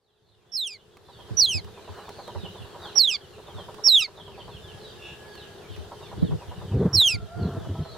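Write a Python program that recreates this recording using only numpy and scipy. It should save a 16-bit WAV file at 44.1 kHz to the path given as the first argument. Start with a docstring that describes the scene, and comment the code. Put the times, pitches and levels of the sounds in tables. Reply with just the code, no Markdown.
"""A chick peeps five times close by: falling whistles with overtones, half tones and breath.
Wind noise and buffets hit two microphone ports; a lens motor ticks in runs, ten steps a second;
clicks and hand rubs come through the casing. Behind: a flock of husky whistles, one hen squawk (resonated
pulses), two far roosters (tone plus octave), garden hiss and a narrow-band machine hum. Garden and flock
fade in; gain control ducks them under peeps and wind."""
import sys
import numpy as np
from scipy import signal
from scipy.fft import rfft, irfft, next_fast_len
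from scipy.io import wavfile
from scipy.ndimage import uniform_filter1d

SR = 44100
rng = np.random.default_rng(int(sys.argv[2]) if len(sys.argv) > 2 else 0)


def persist_wave(psi):
    """Save psi, clipped to +-1, as 16-bit WAV."""
    counts = np.round(np.clip(psi, -1, 1) * 32767).astype(np.int16)
    wavfile.write(sys.argv[1], SR, np.atleast_2d(counts).T)


N = 351477
T = np.arange(N) / SR  # [s]

# Peep curves, one list a peep: (time [s], pitch [Hz], fundamental level [dB])
PEEPS = [
    [(.517, 5530, -45), (.558, 5367, -27.5), (.568, 5077, -25.5), (.578, 4270, -28.5), (.628, 3706, -28),
     (.671, 3086, -34), (.679, 2827, -39), (.709, 2467, -48.5), (.734, 2402, -49), (.775, 2000, -55.5)],
    [(1.367, 5897, -31), (1.376, 5930, -22.5), (1.4, 5838, -14.5), (1.409, 5150, -15), (1.424, 4510, -14.5),
     (1.457, 3975, -19.5), (1.465, 3400, -27.5), (1.509, 3061, -26), (1.542, 2597, -34),
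     (1.57, 2500, -38.5), (1.605, 1985, -53)],
    [(2.952, 5737, -37), (2.961, 5651, -26.5), (2.984, 5587, -12.5), (2.998, 4498, -14.5),
     (3.058, 3666, -20), (3.088, 3239, -20.5), (3.103, 2928, -25.5), (3.112, 2719, -26.5),
     (3.156, 2291, -39.5), (3.172, 2050, -51)],
    [(3.836, 5529, -36), (3.846, 5560, -24), (3.865, 5564, -15), (3.881, 5205, -11.5), (3.89, 4302, -14.5),
     (3.911, 3971, -16.5), (3.956, 3681, -12.5), (3.965, 3450, -14), (3.983, 3290, -15.5),
     (3.99, 3120, -20.5), (4.005, 2800, -24.5), (4.037, 2420, -33.5), (4.068, 2030, -44)],
    [(6.928, 5450, -39), (6.945, 5545, -19.5), (6.956, 5431, -15.5), (6.97, 4381, -18),
     (7.009, 3838, -14.5), (7.045, 3302, -18.5), (7.077, 3130, -17), (7.088, 2820, -24.5),
     (7.148, 2346, -34), (7.168, 2030, -47)],
]
# Colour of each peep: (left-right [dB], overtone gain at start [dB], at end [dB], fall per high overtone [dB])
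PEEP_COLOURS = [(-3, 6, -0.5, 10), (-2, -1, 4.5, 12), (-6, -3, 1.5, 14.3), (-3.5, 0.5, -3.5, 10),
                (-2.5, 7.5, -3, 9.2)]
# Voice against pitch: (pitch [Hz], 2nd, 3rd, half tones re fundamental [dB], left-right [dB]);
# PEEP_COLOURS adds to the overtones and left-right
VOICE = [(2050, 2.5, -16, -20, -3), (2270, 7, -13, -12, 1), (2640, -0.5, -13, -21, -3),
         (2946, -6, -11.5, -36, -1.5), (3480, -29, -40, -41, 1.5), (4100, -24, -30, -54.5, -3.5),
         (4420, -25.5, -25.5, -46, -2), (4750, -37.5, -45, -47, 0.5), (5200, -31.5, -41, -50.5, -3),
         (5700, -33, -43.5, -49.5, -8.5)]
# Brief catches of the voice: (time [s], depth [0-1], length [ms])
CATCHES = [(.573, 0.8, 1.8), (1.406, 1, 1.4), (1.411, .8, 1.2), (1.414, .8, 1), (1.466, .8, 1.9),
           (2.99, .8, 3), (3.027, 0.5, 11), (3.069, 0.79, 9.5), (3.109, 0.4, 5), (3.885, .53, 1),
           (3.961, 0.48, 3.3), (6.965, 0.9, 2.7), (6.998, 0.7, 2.2)]
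# Breaks into strong half tones: (time [s], length [s], level [dB])
BREAKS = [(.73, .04, -57), (1.55, .05, -49), (3.148, 0.054, -32.5), (4.026, 0.034, -25), (7.11, .05, -41)]

# Wind on the ports: (time [s], level before port gains [dB])
WIND = [(0, -85), (.3, -67), (.85, -66.5), (1.4, -46), (1.93, -58), (2.53, -47), (3.1, -62), (3.65, -50.5),
        (4.05, -58), (4.5, -46), (5.55, -56.5), (6.08, -50), (6.21, -34), (6.36, -31.5), (6.41, -53.5),
        (6.62, -41.5), (6.7, -31.5), (6.86, -19), (7.0, -44.5), (7.06, -54), (7.2, -41.5), (7.3, -50),
        (7.42, -28.5), (7.57, -31), (7.63, -40.5), (7.78, -30), (7.86, -50.5), (7.97, -41.5)]
# Wind spectra, weak and strong: (frequency [Hz], relative density [dB per Hz])
BREEZE_SPECTRUM = [(12, -50), (20, -24), (38, -1), (96, 8), (204, -1.5), (238, -29.5), (293, -19.5),
                   (330, -12.5), (430, -39.5), (730, -120)]
GUST_SPECTRUM = [(12, -41), (20, -49.5), (103, 4.5), (231, -7), (471, -6.5), (550, -20.5), (654, -18),
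                 (890, -32), (980, -36), (2000, -44.5), (2600, -59), (4400, -120)]
# Single buffets: (time [s], nominal peak [dB], pitch [Hz])
BUFFETS = [(1.302, -32, 110.3), (1.541, -29, 94.8), (1.632, -41.5, 79), (1.885, -40, 89),
           (2.351, -32.5, 89), (2.429, -38, 176), (2.598, -40, 113), (3.541, -38.5, 100),
           (5.693, -38.5, 101), (5.769, -36.5, 80), (6.221, -18.5, 174), (6.317, -26, 151.7),
           (6.471, -37.5, 83.5), (6.704, -25, 88.7), (6.749, -25, 74.3), (6.85, -14.5, 179.5),
           (6.944, -21, 100), (7.132, -28.5, 100.8), (7.216, -38, 102), (7.406, -20.5, 88),
           (7.45, -19, 168), (7.685, -19, 97.6), (7.773, -24, 108.4), (7.798, -21.5, 152)]
# Spans with centred low sound: (start [s], end [s])
MONO_SPANS = [(6.66, 7.04), (7.4, 7.58), (7.68, 7.85)]

# Lens motor runs: (first step [s], last step [s], first nominal level [dB], last nominal level [dB])
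STEP_RUNS = [(1.087, 1.388, -44, -41), (1.491, 1.577, -51, -48), (1.672, 2.186, -43, -33.5),
             (2.28, 2.28, -36.5, -36.5), (2.351, 2.649, -34, -41), (2.747, 2.956, -34.5, -40),
             (3.382, 3.785, -38, -35.5), (3.865, 3.865, -35, -35), (4.078, 4.48, -43.5, -36.5),
             (5.915, 6.115, -36, -38), (6.31, 6.817, -38, -38), (7.649, 7.951, -38, -38)]
# Camera body resonances: (frequency [Hz], width [Hz], gain [dB])
BODY_MODES = [(457, 99, -2), (598, 147, 8), (798, 99, 8.5), (953, 37, 13.5), (1295, 250, -52.5),
              (1670, 900, -13)]

# Sharp casing clicks: (time [s], level before colouring and gain [dB], left-right [dB])
CLICKS = [(0.9697, -51.5, -3), (1.6448, -49, -5), (2.0915, -42.5, -1), (2.278, -49, -12),
          (2.9575, -40.5, -7), (2.9826, -41.5, -12), (3.7434, -49.5, -16), (5.353, -48, -11),
          (5.7623, -48, -11), (6.7446, -51, 3), (7.0149, -36.5, -2)]
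# Click spectrum: (frequency [Hz], gain [dB])
CLICK_SPECTRUM = [(200, -2.5), (1000, -1.5), (2500, -9.5), (6000, -17.5), (15000, -27)]
# Hand slides on the casing: (start [s], length [s], level [dB])
RUBS = [(1.2, .25, -66), (1.897, 0.2, -47), (2.764, 0.18, -46), (3.507, 0.18, -51.5), (6.746, 0.27, -46.5),
        (7.305, 0.44, -49)]
# Rub spectrum: (frequency [Hz], relative gain [dB])
RUB_SPECTRUM = [(300, -23), (700, -3), (1100, -2.5), (1600, -6), (2300, -25), (6000, -29), (15000, -37.5)]

# Clearest flock calls: (start [s], length [s], first pitch [Hz], last pitch [Hz], level before fade and ducking [dB])
FLOCK_CALLS = [(.01, .11, 4800, 3000, -50), (.1, 0.11, 4300, 2900, -52), (.22, 0.15, 4380, 3230, -50),
               (.45, 0.12, 3640, 3140, -52), (.77, 0.059, 3840, 2850, -51), (1.02, 0.18, 4200, 2660, -55),
               (1.15, 0.09, 3590, 2930, -52), (1.73, 0.1, 3670, 2960, -63), (1.85, 0.087, 3880, 3420, -60),
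               (1.97, 0.15, 4160, 2830, -56), (2.1, 0.21, 4440, 3340, -54), (2.2, 0.14, 3640, 2810, -55.5),
               (2.35, 0.14, 4070, 2830, -53), (2.5, 0.15, 3850, 2670, -51.5), (2.78, 0.13, 4080, 2670, -47),
               (2.78, 0.15, 4760, 3530, -55), (3.18, 0.085, 3580, 2800, -53),
               (3.45, 0.093, 4090, 2720, -54.5), (3.53, 0.11, 3840, 2920, -48),
               (4.14, 0.09, 4340, 2970, -47), (4.25, 0.04, 3470, 2940, -44.5),
               (4.37, 0.06, 3660, 2880, -47.5), (4.48, 0.11, 3910, 2710, -50),
               (4.58, 0.16, 3700, 2460, -52), (4.78, .14, 4340, 3020, -51.5), (5.26, 0.2, 4600, 2900, -53),
               (5.42, 0.036, 3050, 2840, -47), (2.43, 0.054, 3135, 2816, -45),
               (5.6, 0.081, 2810, 2140, -57.5), (5.32, 0.09, 3400, 2520, -60),
               (5.68, 0.083, 3520, 2780, -55.5), (6.0, 0.077, 3930, 3400, -51.5),
               (6.18, 0.13, 4090, 3000, -51.5), (7.36, 0.15, 4690, 3110, -51.5),
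               (7.78, 0.19, 4300, 3590, -54.5), (7.87, .1, 4610, 4100, -56), (7.8, .07, 3500, 2830, -59)]
# Hen beak resonances, applied twice: (frequency [Hz], width per pass [Hz], gain per pass [dB])
BEAK_MODES = [(2790, 250, 12), (3450, 260, 8), (4130, 400, -14), (5470, 180, 0)]
# Rooster syllables: (start [s], length [s], pitch [Hz], start scoop [Hz], end sag [Hz],
# fundamental level [dB], octave level at its middle [dB])
CROWS = [(4.6, 0.27, 840, 27, 7.1, -65, -60), (4.93, 0.67, 851, 7.9, 50, -64, -56),
         (7.04, .21, 708, 29, 57, -52.5, -53), (7.27, .33, 703, 110.5, 58, -45.5, -51.5),
         (7.62, 0.4, 655, 8.7, 19, -49.5, -56)]

# Garden hiss spectrum: (frequency [Hz], relative density [dB per Hz])
GARDEN_SPECTRUM = [(120, -14), (200, -7.5), (299, -16), (424, -1.5), (482, -11.5), (623, -10.5),
                   (1350, -17.5), (1680, -17), (2250, -26), (3690, -20.5), (6170, -28), (13600, -34),
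                   (16000, -43)]
# Hiss likeness of the channels: (frequency [Hz], correlation [-1 to 1])
LIKENESS = [(60, 0.43), (150, 0.64), (380, 0.75), (950, 0.61), (2380, 0.44), (5980, 0.016), (15000, -0.51)]
# Machine hum bands, applied twice: (frequency [Hz], width per pass [Hz], gain per pass [dB])
HUM_MODES = [(359.2, 25.6, -1), (394.9, 14, 1.5), (426.4, 11.8, 1.5), (478.5, 23, -2.5)]
# Fade-in of garden and flock: (time [s], gain [dB])
FADE = [(0, -26.5), (.5, -14.5), (1.0, -9), (1.4, 2.5), (2.0, 1.5)]

MONO_HZ, EDGE_HZ = 3000, 16200
STEP_S, STEP_SPREAD_DB = .1, 1.5
SQUAWK_S, SQUAWK_LENGTH_S, SQUAWK_DB, SQUAWK_HZ = 4.99, .16, -45, 226
SQUAWK_FALL_DB, SQUAWK_SAG_HZ = -18, 30  # change from middle to ends
CROW_SCOOP_S, CROW_FADE_DB = .0247, -10
GARDEN_DB, HUM_DB = -49.5, -53  # rms before fade and ducking


def amp(db):
    """Gain of a level in dB."""
    return 10 ** (np.asarray(db) / 20)


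def evened(x):
    """Scales to rms 1."""
    return x / np.sqrt(np.mean(x ** 2) + 1e-20)


def add(mix, start_s, sound):
    """Mixes a sound in at start_s."""
    part = mix[..., round(start_s * SR):][..., :sound.shape[-1]]
    part += sound[..., :part.shape[-1]]


def coloured(x, points):
    """Filters by a spectrum of (Hz, dB) points, interpolated over log frequency."""
    point_hz, point_db = np.transpose(points)
    size = next_fast_len(x.shape[-1])
    hz = np.fft.rfftfreq(size, 1 / SR)
    gain = amp(np.interp(np.log(hz + 1), np.log(point_hz + 1), point_db))
    return irfft(rfft(x, size) * gain, size)[..., :x.shape[-1]]


def drift(shape, hz):
    """Random wander of rms 1: white noise low-passed at hz."""
    low_pass = signal.butter(2, hz, fs=SR, output="sos")
    return evened(signal.sosfilt(low_pass, rng.standard_normal(shape)))


def resonate(x, modes):
    """Sum of parallel resonances (Hz, width Hz, dB)."""
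    return sum(amp(db) * signal.lfilter(*signal.iirpeak(hz, hz / width_hz, fs=SR), x)
               for hz, width_hz, db in modes)


def echoes(x, t60_s, start_ms):
    """Sparse decaying reflections of random sign, independent at each port."""
    t = T[:SR // 2]
    signs = rng.choice([-1., 1.], (2, len(t)))
    sparse = rng.random((2, len(t))) < .04
    taps = signs * sparse * (t > start_ms / 1000) * amp(-60 * t / t60_s)
    return signal.oaconvolve(x[None], taps / np.linalg.norm(taps[0]), axes=1)[:, :N]


def unpack(rows):
    """Sample times and interpolated columns of a curve table."""
    s, *columns = np.transpose(rows)
    t = np.arange(s[0], s[-1], 1 / SR)
    return [t] + [np.interp(t, s, column) for column in columns]


def peep(rows, side_db, first_db, last_db, fall_db, breath_db=-37., puff_share=.3):
    """Falling whistle: higher overtones are rougher, uneven cycles add half tones."""
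    t, hz, db1 = unpack(rows)
    n = len(t)
    pitch_hz, *laws = np.transpose(VOICE)
    rel2_db, rel3_db, rel_half_db, turn_db = (np.interp(hz, pitch_hz, law) for law in laws)
    bright_db = db1 + np.linspace(first_db, last_db, n)
    db2, db3 = bright_db + rel2_db, bright_db + rel3_db
    half_db, pan_db = db1 + rel_half_db, side_db + turn_db
    for s, length_s, db in BREAKS:
        half_db = np.maximum(half_db, db - 20 * (2 * (t - s) / length_s) ** 2)

    hz = uniform_filter1d(hz, 100) * (1 + .0069 * drift(n, 250) + .0019 * drift(n, 65))
    phase = 2 * np.pi * np.cumsum(hz) / SR
    tone = 0
    for k, db in enumerate([db1, db2, db3] + [db3 - fall_db * k for k in range(1, 5)]):
        rough_db = 1.46 * drift((2, n), 80) + 1.86 * drift(n, 35)
        flutter_db = .9 * drift(n, 120.2) + min(k, 2) * rough_db
        slip = .24 * k * drift((2, n), 420)  # each port hears overtones by its own paths
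        audible = (k + 1) * hz < 17000
        tone = tone + amp(db + flutter_db) * np.sin((k + 1) * phase + slip) * audible

    # weak half tones are husky
    steady = np.clip((half_db + 50) / 15, 0, 1)
    uneven = steady + (1 - steady) * drift(n, 300)
    half_tones = np.sin(3 * phase / 2) + .12 * np.sin(phase / 2) + .14 * np.sin(5 * phase / 2)
    tone += amp(half_db) * uneven * half_tones

    puffs = amp(6.5 * drift(n, 70)) * rng.standard_normal((2, n))  # air hisses in short puffs
    breath = amp(db1 + breath_db) * (drift(n, 2700) * np.sin(phase) + puff_share * puffs)
    for s, depth, length_ms in CATCHES:
        tone *= 1 - min(depth, 1) * np.exp(-((t - s) / (length_ms / 2000)) ** 2)

    ports = amp(np.array([pan_db, -pan_db]) / 2)
    # random level waver at each port, stronger on the left
    ports *= amp([[1.3], [.3]] * drift((2, n), 72)) / ports.mean(0)
    return np.sqrt(2) * (tone + breath) * signal.windows.tukey(n, .04) * ports


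def chick():
    """Five peeps and their weak reflections off bench and walls."""
    out = np.zeros((2, N))
    for rows, colour in zip(PEEPS, PEEP_COLOURS):
        add(out, rows[0][0], peep(rows, *colour))
    return out + amp(-17.5) * echoes(out.mean(0), .12, 4.4)


def wind(lump_db=4., apart_db=8.):
    """Lumpy low turbulence and buffets, part shared and part opposed at the ports; gusts reach higher."""
    _, db = (np.pad(curve, (0, N), "edge")[:N] for curve in unpack(WIND))
    noise = rng.standard_normal((2, N)) * amp(lump_db * drift((2, N), 23.0))
    gusty = np.clip((db + 46.5) / 22, 0, 1)
    breeze = evened(coloured(noise, BREEZE_SPECTRUM))
    gust = evened(coloured(noise, GUST_SPECTRUM))
    parts = amp(db) * ((1 - gusty) * breeze + gusty * gust)  # rows: shared, opposed
    parts *= amp(np.array([0 * gusty, -5. + 18.0 * gusty]))
    for s, peak_db, hz in BUFFETS:
        cycles = T[:round(7 * SR / hz)] * hz
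        wobble = 1 + .42 * drift((2, len(cycles)), 183)
        swell = cycles / 1.4 * np.exp(1 - cycles / 1.4)
        buffet = swell * np.sin(2 * np.pi * (cycles + rng.random((2, 1)))) * wobble
        buffet *= signal.windows.tukey(len(cycles), .3)
        add(parts, s, amp(peak_db - 1.0) * buffet * [[1], [amp(apart_db)]])
    # the capsules cut the deepest bass
    parts = signal.sosfilt(signal.butter(3, 52, "high", fs=SR, output="sos"), parts)
    return parts[0] + .88 * parts[1] * [[1], [-1]]


def lens():
    """Motor steps: a knock and a short rattling buzz ring the camera body."""
    out, t = np.zeros(N), T[:2600]
    low_pass = signal.butter(4, 1400, fs=SR, output="sos")
    steps = [np.linspace(run[::2], run[1::2], round((run[1] - run[0]) / STEP_S) + 1) for run in STEP_RUNS]
    for s, db in np.vstack(steps):
        decay = np.exp(-(t / .03) ** 3) + .5 * np.exp(-t / .002)  # buzz, knock
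        rattle = rng.choice([-1., 1.], len(t)) * decay * np.minimum(t / .0026, 1)
        ring = signal.sosfilt(low_pass, resonate(rattle, BODY_MODES))
        level_db = db - 7 + STEP_SPREAD_DB * rng.standard_normal()
        add(out, s - .003, amp(level_db) * ring / np.std(ring[:1000]))
    return out * amp([[-.8], [.8]])


def casing():
    """Decaying noise clicks and gritty hand scrapes, carried through the casing."""
    clicks, rubs, t = np.zeros((2, N)), np.zeros(N), T[:400]
    for s, db, pan_db in CLICKS:
        port_db = db + np.array([[pan_db], [-pan_db]]) / 2
        add(clicks, s, amp(port_db) * rng.standard_normal(len(t)) * np.exp(-t / .0052))
    for s, length_s, db in RUBS:
        add(rubs, s, amp(db) * np.hanning(round(length_s * SR)) ** .5)
    grit = rng.standard_normal(N) * amp(1.33 * drift(N, 90))
    return amp(17.5) * coloured(clicks, CLICK_SPECTRUM) + rubs * evened(coloured(grit, RUB_SPECTRUM))


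def flock(count=240, faint_db=-66.5):
    """Far chicks: husky whistles that hold, then fall; with the hen, blurred by echoes."""
    r = rng.random((count, 5))
    first_hz = 3100 + 1700 * r[:, 2] ** 1.5
    last_hz = first_hz * (.6 + .35 * r[:, 4])
    faint = np.c_[r[:, 0] * N / SR, .05 + .15 * r[:, 1], first_hz, last_hz, faint_db + 6 * r[:, 3]]
    out = np.zeros(N)
    for s, length_s, hz0, hz1, db in np.r_[FLOCK_CALLS, faint]:
        u = np.linspace(0, 1, round(length_s * SR))
        hold = 1 + 18 * max(length_s - .1, 0)  # long calls stay high before they fall
        hz = (hz0 + (hz1 - hz0) * u ** hold) * (1 + .016 * drift(len(u), 55))
        husk = amp(3 * drift(len(u), 40)) * (1 + .4 * drift(len(u), 200))
        shape = np.sin(np.pi * u ** 1.8) ** .6 * husk
        add(out, s, amp(db) * shape * np.sin(2 * np.pi * np.cumsum(hz) / SR))
    add(out, SQUAWK_S, hen())
    return out * amp([[-1.5], [1.5]]) + amp(-2.) * echoes(out, .3, 9.)


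def hen():
    """One squawk: uneven voice pulses through the beak resonances."""
    t = T[:round(SQUAWK_LENGTH_S * SR)]
    off = abs(np.linspace(-1, 1, len(t)))  # distance from the middle
    hz = SQUAWK_HZ - SQUAWK_SAG_HZ * off
    db = SQUAWK_DB + SQUAWK_FALL_DB * off ** 2
    cycles = np.cumsum(hz * (1 + .022 * drift(len(t), 200))) / SR
    pulses = np.diff(np.floor(cycles), prepend=0) * amp(2.9 * drift(len(t), 90))
    return amp(db) * evened(resonate(resonate(pulses, BEAK_MODES), BEAK_MODES))


def roosters():
    """Hoarse far crows: a wavering tone scoops up, then sags; its octave swells and fades."""
    out = np.zeros(N)
    for s, length_s, hz, scoop_hz, sag_hz, db1, db2 in CROWS:
        t = T[:round(length_s * SR)]
        n, late, off = len(t), (t / length_s) ** 2.8, 2 * t / length_s - 1
        pitch_hz = hz - scoop_hz * np.exp(-t / CROW_SCOOP_S) - sag_hz * late
        waver = 1 + .0011 * drift(n, 71) + .007 * drift(n, 12)
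        phase = 2 * np.pi * np.cumsum(pitch_hz * waver) / SR
        hoarse = .85 + .4 * drift(n, 50)
        upper = np.sin(2 * phase) + .043 * np.sin(3 * phase) + .073 * np.sin(4 * phase)
        tone = amp(db1) * hoarse * np.sin(phase) + amp(db2 + CROW_FADE_DB * off ** 2) * upper
        add(out, s, np.sqrt(2) * tone * amp(1.8 * drift(n, 14)) * signal.windows.tukey(n, .15))
    return out + amp(-6.0) * echoes(out, .6, 28.0)


def hiss():
    """Garden noise in drifting time-frequency patches, channel correlation set by frequency."""
    frames, hz = N // 256 + 5, np.fft.rfftfreq(1024, 1 / SR)
    a, b, c, d, patches = rng.standard_normal((frames, 513, 5)).T
    patches = evened(uniform_filter1d(uniform_filter1d(patches, 12, 0), 14, 1))
    point_hz, likeness = np.transpose(LIKENESS)
    same = np.clip(np.interp(np.log(hz + 1), np.log(point_hz), likeness), -1, 1)[:, None]
    left = a + 1j * b
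    right = same * left + np.sqrt(1 - same ** 2) * (c + 1j * d)
    z = np.array([left, right]) * amp(1.4 * patches)
    noise = signal.istft(z, nperseg=1024, noverlap=768)[1][:, :N]
    return amp(GARDEN_DB) * evened(coloured(noise, GARDEN_SPECTRUM))


def machine():
    """Hum: partly shared noise through a few narrow bands, twice."""
    noise = rng.standard_normal(N) + .46 * rng.standard_normal((2, N))
    return amp(HUM_DB) * evened(resonate(resonate(noise, HUM_MODES), HUM_MODES))


def ducking(x, knee_db=-26.5, share=.4, recovery_db_per_s=17.0):
    """Gain control: drops at once under loud sound; the held level recovers linearly in dB."""
    power_db = 10 * np.log10(abs(uniform_filter1d(x.mean(0) ** 2, 400)) + 1e-12)
    recovery_db = recovery_db_per_s * T
    over_db = np.maximum.accumulate(power_db + recovery_db) - recovery_db - knee_db
    return amp(-share * uniform_filter1d(np.maximum(over_db, 0), 400))


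def scene():
    """All layers; only garden, machine and flock are faded and ducked."""
    near = chick() + wind()
    fade = amp(np.interp(T, *np.transpose(FADE)))
    far = (hiss() + machine() + flock()) * fade * ducking(near)
    return near + far + roosters() + lens() + casing()


def record(dry):
    """Centres the sound below MONO_HZ in the listed spans, then limits the band."""
    folded = uniform_filter1d(sum((T > a) & (T < b) for a, b in MONO_SPANS) * 1., 400)
    low_side = signal.oaconvolve((dry[0] - dry[1]) / 2, signal.firwin(511, MONO_HZ, fs=SR), "same")
    centred = dry - folded * low_side * [[1], [-1]]
    band_limit = signal.firwin(511, EDGE_HZ, window=("kaiser", 9), fs=SR)
    return signal.oaconvolve(centred, band_limit[None], "same")


dry = scene()
out = record(dry)
persist_wave(out)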